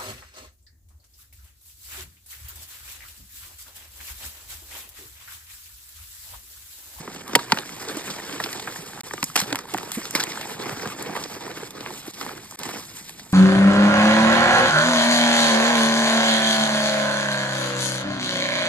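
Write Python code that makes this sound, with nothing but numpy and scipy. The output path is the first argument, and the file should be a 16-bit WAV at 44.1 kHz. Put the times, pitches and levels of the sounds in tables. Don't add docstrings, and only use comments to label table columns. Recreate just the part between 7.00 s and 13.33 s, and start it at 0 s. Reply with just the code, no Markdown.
import sys
import numpy as np
from scipy import signal
from scipy.fft import rfft, irfft, dct, next_fast_len
from scipy.io import wavfile

SR = 44100
rng = np.random.default_rng(int(sys.argv[2]) if len(sys.argv) > 2 else 0)


def int16_out(signal):
    q = np.round(np.clip(np.atleast_2d(signal).T, -1, 1) * 32767)
    wavfile.write(sys.argv[1], SR, q.astype(np.int16))


def ratio(d):
    e = np.asarray(d, float) / 20
    return 10 ** e


N = 279153


def at_hz(points, hz):
    table_hz, value = np.transpose(points)
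    return np.interp(np.log(hz), np.log(table_hz), value)


def drift(hz):
    r = np.exp(-16 * np.pi * hz / SR)
    noise = rng.standard_normal(N // 8 + 3002)
    slow = signal.lfilter([1], [1, -2 * r, r * r], noise)[3000:]
    return np.interp(np.arange(N) / 8, np.arange(len(slow)), slow / slow.std())


def bandnoise(low_hz, high_hz, level_db):
    band = signal.butter(2, [low_hz, high_hz], "band", fs=SR, output="sos")
    noise = signal.sosfilt(band, rng.standard_normal(N))
    return ratio(level_db) * noise / noise.std()


def bursts(times, level_db, length_s, rise_s):
    power, t = np.zeros(N + 4096), np.arange(4096) / SR
    fall_s = np.clip(length_s, 0.003, 0.09)
    rise = 1 - np.exp(-t / rise_s)
    first_break = 0.63 + 1.12 * np.exp(-t / 0.00084)
    for s, db in zip(times, level_db):
        at = max(round(s * SR), 0)
        shape = ratio(db - 60 * (t / fall_s) ** 1.053) * rise * first_break
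        power[at:at + 4096] += shape ** 2
    return power[:N]


def rings(table, rise_s, sag, level_db):
    out, t = np.zeros(N + 6000), np.arange(6000) / SR
    for s, db, hz, t60_s in table:
        turns = 2 * np.pi * hz * t * (1 - sag * t)
        swing = (np.sin(turns) + 0.25 * np.sin(2.0 * turns)) * (1 - np.exp(-t / rise_s))
        at = round(s * SR)
        out[at:at + 6000] += ratio(db + level_db - 60 * t / max(t60_s, 0.003)) * swing
    return out[:N]


GRIP_DB_PER_S, EASE_DB_PER_S, SAG_DB_PER_S = 324, 253, 4.5


def swells(start, hold, level_db):
    t = np.arange(0, N + 64, 64) / SR - np.array(start)[:, None]
    db = GRIP_DB_PER_S * np.minimum(t, 0) - SAG_DB_PER_S * np.maximum(t, 0)
    db -= EASE_DB_PER_S * np.maximum(t - hold[:, None], 0)
    power = np.sum(ratio(db + level_db[:, None]) ** 2, axis=0)
    return np.interp(np.arange(N) / 64, np.arange(t.shape[1]), power)


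def room():
    return bandnoise(20, 90, level_db=-63.5) + bandnoise(95, 230, level_db=-54)


# (start [s], hold [s], level [dB], fineness [dB], lumps < 0 < powder)
SQUEEZES = [(0, 0.034, -47, 1), (.1, 0.11, -45.5, 0.5), (0.271, 0.17, -43.5, 0), (0.498, 0.11, -40, 1.5),
            (.66, 0.092, -43, 3), (.81, .11, -39.5, 1), (.96, 0.052, -42, 2.5), (1.061, 0.33, -41.5, 2),
            (1.28, 0.079, -43, 2.5), (1.4, 0.17, -39.5, 3), (1.62, 0.21, -43, 3), (1.861, 0.12, -45, 2.5),
            (2.04, 0.15, -47.5, 5.5), (2.44, .16, -43.5, -1), (2.701, 0.19, -43, 2), (2.99, 0.086, -42, 4),
            (3.14, 0.088, -37.5, 0.5), (3.28, .26, -39.5, 1), (3.6, 0.13, -38.5, -3.5),
            (3.735, 0.033, -44.5, -1), (3.781, .14, -40, 0), (3.991, 0.17, -40.5, -4),
            (4.151, .1, -40.5, 0.5), (4.3, 0.062, -42, 2), (4.42, 0.094, -42.5, -3), (4.56, 0.1, -42.5, 1),
            (4.763, .17, -43, -3), (5.05, 0.059, -45.5, 6), (5.174, .13, -41.5, 1.5),
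            (5.35, 0.036, -46.5, -1.5), (5.6, 0.053, -41, 0), (5.685, 0.066, -40.5, 1.5),
            (5.76, 0.076, -47, 7), (6.0, .3, -62.5, 16)]
SQUEEZE_DB, FINE_SHARE = (-1, -0.6, -2.5, -4), (-0.69, -0.27, 0.44, 0.81)


def squeezes():
    start, hold, db, fine = np.transpose(SQUEEZES)
    return np.array([swells(start, hold, db + level + share * fine)
                     for level, share in zip(SQUEEZE_DB, FINE_SHARE)])


# (time [s], peak [dB], pitch [Hz], t60 [s])
THUDS = [(0.002, -25, 159, 0.047), (1.79, -29.5, 170, 0.062), (2.29, -32, 150, 0.059),
         (6.215, -29.5, 217, 0.038), (0.875, -17.5, 450, 0.027), (3.77, -24, 270, 0.04),
         (0.351, -15.5, 289, 0.066), (0.968, -13.5, 315, 0.036), (1.333, -19.5, 284.7, 0.039),
         (2.227, -26.5, 262, 0.061), (2.422, -18.5, 185, 0.042), (2.522, -19, 288, 0.07),
         (2.735, -14.5, 372, 0.031), (2.972, -11.5, 234, 0.038), (2.982, -19, 330, 0.04),
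         (2.229, -21, 160, 0.044), (2.748, -18.5, 244, 0.034), (3.152, -8.5, 294, 0.027),
         (3.59, -25, 203, 0.048), (4.629, -12.5, 425, 0.021), (5.08, -14, 324, 0.023)]


def thuds():
    return rings(THUDS, rise_s=0.0078, sag=0.85, level_db=5.0)


# (time [s], peak [dB], pitch [Hz])
CHIPS = [(0.044, -39, 754), (0.106, -38, 778), (0.123, -38, 1340), (0.144, -25, 1740), (0.265, -39, 802),
         (0.31, -24, 1750), (0.412, -25, 767), (0.483, -25, 999), (0.544, -18, 1500), (0.604, -30, 1080),
         (0.634, -23, 1370), (0.679, -32, 794), (0.692, -17, 2140), (0.785, -28, 880), (0.809, -32, 1410),
         (0.828, -32, 899), (0.928, -27, 1610), (1.053, -33, 1660), (1.07, -28, 1680), (1.807, -32, 736),
         (1.877, -33, 1840), (1.933, -22.5, 1600), (1.975, -25, 837), (1.992, -22, 1550),
         (2.038, -31, 1040), (2.319, -34, 4160), (2.384, -19, 1810), (2.39, -15, 1950), (2.423, -23, 610),
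         (2.442, -25, 1610), (2.547, -13, 970), (2.568, -20, 1320), (2.654, -25.5, 956), (2.684, -28, 970),
         (2.769, -19, 1640), (2.809, -21, 1240), (2.83, -25, 1660), (2.908, -23, 1300), (3.016, -23, 1060),
         (3.053, -19, 1420), (3.083, -28, 2100), (3.431, -20, 1700), (3.455, -20, 859), (3.504, -34, 821),
         (3.591, -23, 1490), (3.636, -23, 872), (3.667, -20, 1000), (3.822, -18, 1550), (3.985, -36, 869),
         (4.174, -14, 1210), (4.257, -30, 754), (4.479, -18, 988), (4.503, -26, 775), (4.567, -31, 837),
         (4.605, -26, 1730), (4.633, -21, 1610), (4.872, -21, 1060), (4.905, -20.5, 937),
         (5.065, -31, 1400), (5.314, -23, 1520)]
# (time [s], peak [dB], pitch [Hz])
LATE_CHIPS = [(5.234, -25, 1730), (5.264, -17, 923), (5.378, -24, 1490), (5.523, -25.5, 945),
              (5.625, -26, 800), (5.644, -26, 1310), (5.691, -18.5, 762), (5.739, -21, 797),
              (5.759, -30, 875), (5.909, -36, 4760), (5.989, -35, 4780), (6.149, -39, 3320),
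              (6.219, -39, 740)]
# (time [s], peak [dB], pitch [Hz])
WARNINGS = [
    (.514, -22.5, 940),
    (0.5, -18, 1590),
    (.576, -19, 1500),
    (2.3, -21, 1330),
    (4.136, -19, 1180),
    (2.367, -17, 910),
    (2.399, -20, 1600),
    (2.405, -20, 2000),
    (1.338, -22, 1900),
    (1.7, -26, 1500),
]


def chip_clicks():
    at, peak_db, _ = np.transpose(CHIPS + LATE_CHIPS + WARNINGS)
    power = np.zeros((4, N))
    for k, level_db in ((1, -9.0), (2, -15.5), (3, -18.0)):
        power[k] = bursts(at, peak_db + level_db, 0.008, 0.0004)
    return power


def chip_pings():
    pings = [(s, db, hz, 12 / hz) for s, db, hz in CHIPS + LATE_CHIPS + WARNINGS]
    return rings(pings, rise_s=0.0004, sag=6.4, level_db=-2.5)


def breaks(table, length_s):
    at, peak_db, heft_db, edge_db = np.transpose(table)
    return np.array([bursts(at, peak_db + heft_db + 3.0, 1.54 * length_s, 0.0014),
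                     bursts(at, peak_db - 7.5, length_s, 0.00033),
                     bursts(at, peak_db + edge_db + 0.65, 1.6 * length_s, 0.0013),
                     bursts(at, peak_db + edge_db - 4.5, 1.2 * length_s, 0.0014)])


# (time [s], peak [dB], heft [dB], edge [dB])
SNAPS = [(0.076, -18, -8.5, -30), (0.332, -14.5, -8.5, -13), (0.3515, 2, -32, -17), (0.356, -6.5, -5.5, -4),
         (0.5205, -3, -12, -18), (0.532, -14, -26, -28), (0.572, -11.5, -13, -13), (0.586, -17.5, -8, -10),
         (0.885, -22.5, -6, -2.5), (1.294, -13.5, -24, -24), (1.4, -11, -17, -17), (1.439, -21.5, -4, 2),
         (1.459, -12.5, -25, -20), (1.528, -23, -10, 2), (1.549, -25, -2, -20), (1.596, -20, -30, -5),
         (1.759, -15.5, -28, -27), (4.237, -28, -15, 6), (3.693, -14, -23, -12), (3.831, -15.5, -10, -16),
         (3.873, -16, -25.5, -9), (4.465, -20.5, -13, -18), (4.805, -17.5, -10, -11.5),
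         (4.861, -15, -19, -33), (5.211, -13.5, -35, -11), (5.291, -16, -31, -20),
         (3.355, -16.5, -24, -9.5), (3.795, -16.5, -14, -18), (3.856, -18, -4, -20),
         (6.195, -27.5, -20, -2)]


def snaps():
    return breaks(SNAPS, length_s=0.017)


# (time [s], peak [dB], hiss over grit [dB])
TICKS = [(0.278, -20, 11), (0.353, 6.5, -0.5), (0.52, -6.5, -25), (0.586, -18, -17), (0.969, -23, 19),
         (1.438, -19, -19), (1.599, -18.5, -1.5), (2.007, -15.5, -0.5), (2.135, -22.5, 17), (2.228, -6, 0),
         (2.24, -11.5, 21), (2.3621, 0.5, 5.5), (2.401, -5, 4), (2.5264, -6, -4), (2.556, -11, 0),
         (2.588, -14.5, 0), (2.738, -10, 1), (2.776, -14.5, 2), (2.917, -10, 5), (3.1077, -17.5, 15),
         (3.1467, -19, 2), (3.202, -7.5, -1), (3.236, -6, 6), (4.0243, -19.5, 15), (4.706, -19, 5),
         (5.51, -20.5, 8), (5.5897, -20, 14), (5.633, -13, 1), (6.093, -19.5, 0), (6.3246, -18.5, 4)]


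def ticks():
    at, peak_db, tilt_db = np.transpose(TICKS)
    return np.array([np.zeros(N),
                     bursts(at, peak_db - 15.5, 0.018, 0.00058),
                     bursts(at, peak_db - 11.5 - tilt_db / 2, 0.018, 0.00028),
                     bursts(at, peak_db - 8.5 + tilt_db / 2, 0.018, 0.0013)])


# (time [s], peak [dB], pitch [Hz], t60 [s])
PARTINGS = [(0.351, 11.5, 1990, 0.0082), (0.521, 0, 970, 0.026), (1.2, -16, 1900, 0.013),
            (1.2, -21, 832, 0.014), (2.782, -16, 1130, 0.012), (2.588, -15, 1280, 0.013),
            (0.52, -2.5, 1480, 0.018), (0.52, -7, 1600, 0.018), (0.521, -6, 4900, 0.014),
            (0.357, -3, 807, 0.021), (0.355, -1, 4760, 0.015), (2.361, -7, 5010, 0.02),
            (2.376, -14, 1700, 0.014), (2.527, -10, 1560, 0.012), (3.201, -7, 1680, 0.014),
            (4.153, -9, 991, 0.012), (3.8, -16, 2100, 0.008), (1.401, -11.5, 1920, 0.018),
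            (1.402, -18, 1200, 0.012), (2.227, -8, 2040, 0.014), (2.228, -10, 1500, 0.012),
            (2.36, -7, 1600, 0.0087), (2.745, -6, 800, 0.016), (3.151, -0.5, 2220, 0.012)]


def partings():
    return rings(PARTINGS, rise_s=0.002, sag=5.5, level_db=-1.0)


# (time [s], peak [dB], heft [dB], edge [dB])
CRUMBLES = [
    (2.378, -16.5, -20, -4.5),
    (0.389, -18, -18, -13.5),
    (1.1, -31, -6, 3.5),
    (1.322, -30, -37, 2),
    (1.673, -17.5, -17, -25),
    (2.502, -21.5, -13, -12),
    (3.15, -11.5, -18, -3.5),
    (3.173, -18, -22, -10),
    (4.16, -16, -20, -14),
]


def crumbles():
    return breaks(CRUMBLES, length_s=0.094)


# (start [s], hold [s], level [dB])
SIFTS = [(1.7, 0.12, -46.5), (2.235, 0.055, -42.5), (1.976, 0.033, -66), (2.377, 0.041, -37),
         (2.4, 0.021, -32), (2.932, 0.021, -37.5), (4.934, 0.066, -41.5), (5.444, 0.12, -47.5),
         (5.6, .03, -55), (5.125, 0.016, -44.5), (5.37, 0.024, -53.5), (5.857, 0.084, -48),
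         (5.977, 0.014, -39), (6.061, 0.045, -46), (6.188, 0.015, -46.5), (6.305, 0.041, -52)]
SIFT_DB = (-25, -8.5, -3, -0.4)


def sifts():
    start, hold, db = np.transpose(SIFTS)
    return np.array([swells(start, hold, db + level) for level in SIFT_DB])


# (time [s], peak [dB], heft [dB], edge [dB])
MORE_SNAPS = [(2.109, -15, -21, -27), (2.135, -12.5, -10, -19), (2.178, -20, -15, -23),
              (2.227, -8.5, -17.5, -16), (2.356, -5.5, -21, -5), (2.359, -6.5, -21.5, -6),
              (2.374, -10.5, -21, -1.5), (2.39, -19, -19, 3.5), (2.414, -16.5, -11, -0.5), (2.434, -28, -1, 2),
              (2.524, -18.5, 1.5, -20), (2.556, -12.5, -37, -12), (2.59, -19, -19, -18), (2.696, -24, -23, -23),
              (2.744, -7.5, -7, -25), (2.782, -12.5, -27, -12), (2.829, -22, -7, -6), (3.053, -25, -27, 2.5),
              (3.197, -19.5, -18, 1.5), (3.206, -17, -24, 0), (3.228, -29, -5, 3), (3.268, -17, -17, -27),
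              (3.318, -19.5, -27, -8), (3.373, -14.5, -35, -30), (3.411, -19.5, -20, -5)]


def more_snaps():
    return breaks(MORE_SNAPS, length_s=0.019)


def fracture_force():
    rest_db = np.array([[-56], [-59.5], [-59.5], [-56]])
    bed = squeezes() + sifts() + ratio(rest_db) ** 2
    lump_db = 3.0 * drift(54) + 2.4 * drift(68)
    powder_db = 1.1 * drift(14) + 1.3 * drift(94)
    pop_db = 2.63 * np.minimum(rng.exponential(1, N), 1.6)
    pops = (rng.random(N) < 230 / SR) * ratio(pop_db) ** 2
    crackle = signal.lfilter([1], [1, -ratio(-120 / (0.011 * SR))], pops)
    power = np.zeros((4, N))
    for k, (powder_share, depth) in enumerate(zip([0.3, 0.6, 0.85, 0.95], [0.23, 0.37, 0.6, 0.17])):
        clump_db = (1 - powder_share) * lump_db + powder_share * powder_db
        power[k] = (1 + depth * crackle) * bed[k] * ratio(clump_db) ** 2
    power += snaps() + more_snaps() + crumbles() + ticks() + chip_clicks()
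    return np.sqrt(power)


REGISTER_HZ = [700, 2450, 6000]


def shards(force, per_s, cycles, level_db):
    born = (rng.random(N) < per_s / SR) * rng.standard_normal(N) * np.sqrt(SR / per_s)
    pitches, dealt, out = np.geomspace(750, 9000, 22), rng.integers(0, 22, N), np.zeros(N)
    for k, hz in enumerate(pitches):
        r, w = ratio(-60 * hz / (cycles * SR)), 2 * np.pi * hz / SR
        strikes = born * (dealt == k) * force[np.searchsorted(REGISTER_HZ, hz)] + 1e-18
        gain = np.sin(w) * np.sqrt(1 - r * r)
        out += signal.lfilter([0, gain], [1, -2 * r * np.cos(w), r * r], strikes)
    return ratio(level_db) * out


# (frequency [Hz], density [dB per Hz])
COLOUR = [(50, -80), (100, -2.5), (200, 1.5), (420, 3), (600, -4.5), (820, 2.5), (1800, 1), (2200, 0),
          (2900, -2.5), (5000, -2), (7000, -1.), (10000, -4), (13000, -6), (15500, -12.5)]


def chalk(grain_db, patchy_db):
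    force = fracture_force()
    sizes = ratio(grain_db * np.minimum(rng.exponential(1, N), 4.4))
    cracks = rng.standard_normal((2, 2, N)) * sizes / np.sqrt(np.mean(sizes ** 2))
    edges = 700 * 3.5 ** np.arange(-2.25, 2.6, 0.25)
    centres = np.sqrt(edges[1:] * edges[:-1])
    power = ratio(at_hz(COLOUR, centres)) ** 2 * np.diff(edges)
    register_power = np.bincount(np.searchsorted(REGISTER_HZ, centres), power)
    density = force ** 2 / register_power[:, None]
    place = at_hz([(480, 0), (900, 1), (1400, 1), (3400, 2), (4600, 2), (7500, 2.999)], centres)
    out = np.zeros((2, N))
    for k, (low, high) in enumerate(zip(edges, edges[1:])):
        below, share = int(place[k]), place[k] % 1
        drive = np.sqrt((1 - share) * density[below] + share * density[below + 1])
        gain = np.sqrt(power[k] * SR / 2 / (high - low)) * ratio(patchy_db * drift(20.6))
        band = signal.butter(2, [low, high], "band", fs=SR, output="sos")
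        out += signal.sosfilt(band, cracks[k % 2] * drive * gain)
    return out + shards(force, per_s=320, cycles=114.0, level_db=-7.0) * [[1], [0.5]]


# (frequency [Hz], phase [rad])
PORT_PHASE = [(0, 0), (520, -.6), (800, .1), (1800, .05), (2760, 2.2), (3900, 1.7), (5080, 1.2),
              (5950, 3.14), (8150, 6.28), (10300, 9.42), (12500, 12.57), (14800, 15.7), (22050, 25)]
# (frequency [Hz], level [dB])
DIFFUSE = [(40, -6), (80, -29), (250, -13), (600, -5.5), (1500, -12), (3500, -6), (8000, -14.5),
           (15000, -8)]
# (frequency [Hz], level [dB])
LEAN = [(60, 0), (180, -2), (550, -4), (1650, -0.5), (4970, -3), (15000, 2)]


def ports(direct, other, likeness):
    size = next_fast_len(N + 2048)
    hz = np.arange(size // 2 + 1) * SR / size + 1
    half = np.interp(hz, *np.transpose(PORT_PHASE)) / 2
    a, b = rfft(direct, size), rfft(other, size)
    scattered = ratio(at_hz(DIFFUSE, hz)) * b
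    mid = np.cos(half) * a + np.abs(np.sin(half)) * scattered
    side = 1j * np.sin(half) * (likeness * a + np.sqrt(1 - likeness ** 2) * b)
    side += np.abs(np.cos(half)) * scattered
    lean = ratio(at_hz(LEAN, hz) / 2)
    return irfft(np.array([(mid + side) * lean, (mid - side) / lean]), size)[:, :N]


def scene():
    direct, other = chalk(grain_db=3.0, patchy_db=2.0)
    rumble = room()
    low = thuds() + partings() + chip_pings()
    return ports(direct + low + rumble, other + 0.1 * low + rumble[::-1], likeness=0.62)


BAND_LINES = [64, 72, 80, 88, 96, 108, 120, 132, 144, 160, 176, 196, 216, 240, 264, 292, 320, 352, 384, 416,
              448, 480, 512, 544, 576, 608, 640, 672, 704, 736, 768, 1025]
# (frequency [Hz], level [dB])
SUM_MASKED = [(4000, -14), (5700, -7), (6300, -10), (9600, -6), (13000, -6), (13700, 4), (14900, 4),
              (15100, -6)]
# (frequency [Hz], level [dB])
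DIFFERENCE_MASKED = [(1300, -19), (1550, -11), (1900, -14), (2500, -14), (7600, -6), (8300, -8),
                     (11000, -5), (13100, -3)]


def drop_masked(x, sudden_db, faint_db, dead):
    lead = 2048 - 474
    padded = np.pad([x[0] + x[1], x[0] - x[1]], ((0, 0), (lead, 3072 - (lead + N) % 1024)))
    window = np.sin(np.pi * (np.arange(2048) + 0.5) / 2048)
    halves = padded.reshape(2, -1, 1024)
    frames = np.concatenate([halves[:, :-1], halves[:, 1:]], axis=2) * window
    a, b, c, d = np.split(frames, 4, axis=2)
    folded = np.concatenate([-c[..., ::-1] - d, a - b[..., ::-1]], axis=2)
    lines = dct(folded, type=4, norm="ortho")
    steps = np.diff(padded[0, 512:-512], prepend=0).reshape(-1, 8, 128)
    energy = np.sum(steps ** 2, axis=2) + 1e-12
    steady = energy.max(axis=1) / np.median(energy, axis=1) < ratio(sudden_db) ** 2
    for low, high in zip(BAND_LINES, BAND_LINES[1:]):
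        band, hz = lines[..., low:high], low * SR / 2048
        level = np.sqrt(np.mean(band ** 2, axis=2))
        faint = ratio(faint_db) * (low > 660)
        masked = level[::-1] * ratio([[at_hz(SUM_MASKED, hz)], [at_hz(DIFFERENCE_MASKED, hz)]])
        small = np.abs(band) < dead * min(low / 120, 1) * level[..., None]
        weak = (level < np.maximum(masked, faint))[..., None]
        lines[..., low:high] *= ~(steady[:, None] & (small | weak))
    u, v = np.split(dct(lines, type=4, norm="ortho"), 2, axis=2)
    blocks = np.concatenate([v, -v[..., ::-1], -u[..., ::-1], -u], axis=2) * window
    joined = (blocks[:, 1:, :1024] + blocks[:, :-1, 1024:]).reshape(2, -1)
    mid, side = joined[:, lead - 1024:lead - 1024 + N]
    return np.array([mid + side, mid - side]) / 2


# (start [s], end [s], depth [dB])
GAPS = [
    (2.0135, 2.0335, -60),
    (5.113, 5.135, -9),
    (5.5595, 5.5705, -27),
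    (5.57, 5.587, -9),
]


def edit_gaps(x):
    t = np.arange(N) / SR
    gains = [np.clip(np.maximum(start - t, t - end) / 0.0012, ratio(db), 1) for start, end, db in GAPS]
    return x * np.min(gains, axis=0)


def band_limit(x):
    return signal.sosfilt(signal.butter(12, 16420, fs=SR, output="sos"), x)


def record(dry):
    low_pass = signal.cheby2(8, 60, 16700, fs=SR, output="sos")
    cut = signal.sosfilt(low_pass, dry)
    thinned = drop_masked(np.clip(cut, -1, 1), sudden_db=8, faint_db=-55, dead=0.19)
    mix = edit_gaps(thinned)
    return band_limit(mix)


dry = scene()
out = record(dry)
int16_out(out)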